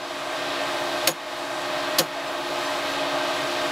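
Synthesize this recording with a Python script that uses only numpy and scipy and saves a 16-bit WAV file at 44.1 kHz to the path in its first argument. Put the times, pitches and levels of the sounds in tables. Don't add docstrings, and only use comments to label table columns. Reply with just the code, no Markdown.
import sys
import numpy as np
from scipy import signal
from scipy.fft import rfft, irfft
from scipy.io import wavfile

SR = 44100
rng = np.random.default_rng(int(sys.argv[2]) if len(sys.argv) > 2 else 0)


def field_ratio(decibels):
    return 10 ** (np.asarray(decibels, dtype=float) / 20)


def master_out(mix):
    frames = np.transpose(np.atleast_2d(mix))
    ceiling = np.clip(frames, -1, 1)
    pcm = np.round(ceiling * 32767).astype(np.int16)
    wavfile.write(sys.argv[1], SR, pcm)


N = 163611


def rms_one(x):
    return x / np.sqrt(np.mean(x ** 2) + 1e-20)


def since(s):
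    return np.maximum(np.arange(N) / SR - s, 0)


def swell(t, peak_s):
    return t / peak_s * np.exp(1 - t / peak_s)


def drift(rate):
    hop = 40
    r = np.exp(-2 * np.pi * rate * hop / SR)
    slow = signal.lfilter([1], [1, -2 * r, r * r], rng.standard_normal(N // hop + 2002))[2000:]
    return np.interp(np.arange(N) / hop, np.arange(len(slow)), rms_one(slow))


def ring(force, hz, t60):
    r, w = field_ratio(-60 / (t60 * SR)), 2 * np.pi * hz / SR
    return signal.lfilter([0, np.sin(w)], [1, -2 * r * np.cos(w), r * r], force + 1e-18)


def sparse_impacts(per_s):
    return rng.standard_normal(N) * (rng.random(N) < per_s / SR)


def tooth_snap(t, snap_hz):
    burst_s, t60_s = .0011, .025
    envelope = (1 - np.exp(-t / burst_s)) ** 2 * np.exp(-np.log(1000) * t / t60_s)
    pair = np.sin(2 * np.pi * snap_hz * t) + .5 * np.sin(2 * np.pi * snap_hz * 0.96 * t)
    return 2 * envelope * pair


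def feeder_crunch(t, length):
    # f/Hz, level/dB, t60/s
    feeder = [(1630, -9, 0.01), (2495, -10.5, 0.011), (3120, -4.5, 0.0077), (3850, -15.5, 0.011),
              (4340, -4, 0.0051), (5270, -10, 0.0089), (5590, -12, 0.0067), (6637, -7, 0.029),
              (7360, -17, 0.034), (10800, -10.5, 0.011), (11750, -13.5, 0.022), (13300, -12, 0.03),
              (15200, -23, .02)]
    rise_s, crunch_t60_s, rattle_t60_s, rattle_db = 0.00067, 0.083, 0.2, -13.5
    metal_db, crack_db, crack_fades = -4, -2, 0.83
    after, dying = np.maximum(t - length, 0), np.log(1000)
    decay = np.exp(-dying * after / crunch_t60_s)
    decay = decay + field_ratio(rattle_db) * np.exp(-dying * after / rattle_t60_s)
    shape = (1 - np.exp(-t / rise_s)) ** 2 * decay

    def grains(fades=1):
        return shape ** fades * rms_one(sparse_impacts(10000))

    metal = sum(field_ratio(level_db) * ring(grains(), hz, t60) / np.sqrt(t60 * SR / 30)
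                for hz, level_db, t60 in feeder)
    crack = signal.lfilter([.5, .5], [1], grains(crack_fades))
    return field_ratio(metal_db) * metal + field_ratio(crack_db) * crack


def gear_bounces(t):
    # f/Hz, level/dB, t60/s
    bounced = [(6770, -15, 0.017), (10860, -19, .012), (13400, -27, .014)]
    hits = swell(t, .022) ** 2 * sparse_impacts(500)
    return sum(field_ratio(level_db) * ring(hits, hz, t60) for hz, level_db, t60 in bounced)


def frame_thump(t):
    # f/Hz, level/dB, swell/s
    frame = [(160, -12, .034), (335, -3, .021), (730, -9, .016), (1050, -8, .018)]
    modes = sum(field_ratio(level_db) * swell(t, peak_s) ** 4.5 * np.sin(2 * np.pi * hz * t)
                for hz, level_db, peak_s in frame)
    from_hz, to_hz, sag_s = 610, 490, .018
    turns = to_hz * t + (from_hz - to_hz) * sag_s * (1 - np.exp(-t / sag_s))
    knock = swell(t, .019) ** 3.3 * np.sin(2 * np.pi * turns)
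    dull = signal.butter(2, [200, 1300], "band", fs=SR, output="sos")
    noise = rms_one(signal.sosfilt(dull, rng.standard_normal(N)))
    thud = field_ratio(-8.5) * swell(t, 0.02) * noise
    return modes + knock + thud


def skip(s, db, length, thump_db, snap_hz):
    t = since(s)
    bright = feeder_crunch(t, length) + gear_bounces(t) + field_ratio(-1.5) * tooth_snap(t, snap_hz)
    small_parts = signal.butter(2, 900, "high", fs=SR, output="sos")
    return field_ratio(db) * signal.sosfilt(small_parts, bright) + field_ratio(thump_db) * frame_thump(t)


def tones(lines, wobble_db):
    speed_wander = .0004
    turns = np.cumsum(1 + speed_wander * drift(1.53)) / SR
    total = 0
    for hz, db in lines:
        level = np.sqrt(2) * field_ratio(db + wobble_db * drift(3.6))
        total = total + level * np.sin(2 * np.pi * (hz * turns + rng.random()))
    return total


def rotor_hum():
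    # [(multiple, rms level/dB)]
    rotors = [
        (122.8, [(1, -60), (4, -48), (5, -34), (9, -44)]),
        (156.2, [(5, -49), (8, -45), (10, -44), (16, -52)]),
        (531.3, [(3, -45), (4, -52), (6, -53), (7, -46), (8, -55), (9, -56)]),
    ]
    return sum(tones([(hz * k, db) for k, db in orders], .7) for hz, orders in rotors)


def motor_whine():
    # f/Hz, rms level/dB
    lone = [(139.5, -56), (284, -41), (350.3, -40), (2455, -53), (2923, -53), (3321, -52), (3852, -57),
            (5895, -60), (6110, -64), (7704, -66)]
    return tones(lone, 1.5)


def airflow():
    # f/Hz, level per Hz/dB
    broad = [(25, -25.5), (110, -29.5), (260, -16.5), (700, -11), (1500, -14.5), (4200, -20.5),
             (8500, -33.5), (15700, -43.5)]
    # f/Hz, width/Hz, boost/dB
    casing = [(134.7, 47, 7.5), (251, 34, -5), (334.7, 55, 7), (452, 49, -5.5), (650.5, 124, 8.5),
              (854, 75, 7.5), (897, 29, -1.5), (1023, 20, 8.5), (1182, 224, 4.5), (1559, 27, 5),
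              (1850, 110, 5.5), (2558, 40, 6), (2760, 63, -2.5), (3480, 1900, 2.5), (6190, 500, -2),
              (7900, 600, 1.5), (9340, 1000, -2.5), (10440, 1400, 3)]
    air_db, flutter_db, flutter_hz = -26.5, 1, 2.7
    hz = np.maximum(np.arange(N // 2 + 1) * SR / N, 1)
    corner_hz, corner_db = np.array(broad).T
    db = np.interp(np.log(hz), np.log(corner_hz), corner_db)
    db = db + sum(boost * np.exp(-np.log(16) * ((hz - at) / width) ** 2) for at, width, boost in casing)
    db = db - 10 * np.log10(1 + (30 / hz) ** 8)
    air = rfft(rng.standard_normal(N)) * field_ratio(db)
    octave = np.clip(np.log2(hz / 31), 0, 9)
    total = 0
    for k in range(10):
        band = irfft(air * np.clip(1 - abs(octave - k), 0, 1), N)
        total = total + band * field_ratio(flutter_db * drift(flutter_hz))
    return field_ratio(air_db) * rms_one(total)


def scene():
    # t/s, level/dB, crunch length/s, thump level/dB, snap f/Hz
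    skips = [
        (1.0727, -11.5, .002, -16.5, 4400),
        (1.9839, -12.5, .005, -14, 4950),
    ]
    mono = sum(skip(*row) for row in skips)
    mono = mono + field_ratio(.2) * (rotor_hum() + motor_whine())
    mono = mono + airflow()
    return np.array([mono, mono])


def band_limit(x):
    return signal.sosfilt(signal.butter(12, 16640, fs=SR, output="sos"), x)


def record(dry):
    # t/s, depth/dB
    ducks = [
        (-.08, 10.5),
        (1.075, 13),
        (1.984, 9),
    ]
    # t/s, low f/Hz, high f/Hz
    splits = [(.035, 4150, 11600), (.267, 9600, 13800), (1.452, 13050, 15200), (1.684, 9600, 12400),
              (2.195, 4600, 5700), (2.288, 4150, 8800), (2.473, 8950, 11100), (2.659, 4600, 9600),
              (2.891, 13700, 15200), (2.938, 5650, 6900), (3.309, 11000, 13100)]
    attack_s, release_s, split_s, split_db = 0.027, 0.32, .046, -3.5
    duck_db = sum(db * (1 - np.exp(-since(s) / attack_s)) * np.exp(-since(s) / release_s)
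                  for s, db in ducks)
    top_cut = signal.ellip(10, .5, 58, 15620, fs=SR, output="sos")
    x = signal.sosfilt(top_cut, dry * field_ratio(-duck_db))
    hz = np.arange(N // 2 + 1) * SR / N
    other = rfft(np.roll(x[0], -SR // 10))
    side = 0
    for s, low, high in splits:
        window = np.cos(np.pi * np.clip((since(0) - s) / split_s, -.5, .5))
        side = side + window * irfft(other * (hz > low) * (hz < high), N)
    return band_limit(x + field_ratio(split_db) * side * [[1], [-1]])


dry = scene()
out = record(dry)
master_out(out)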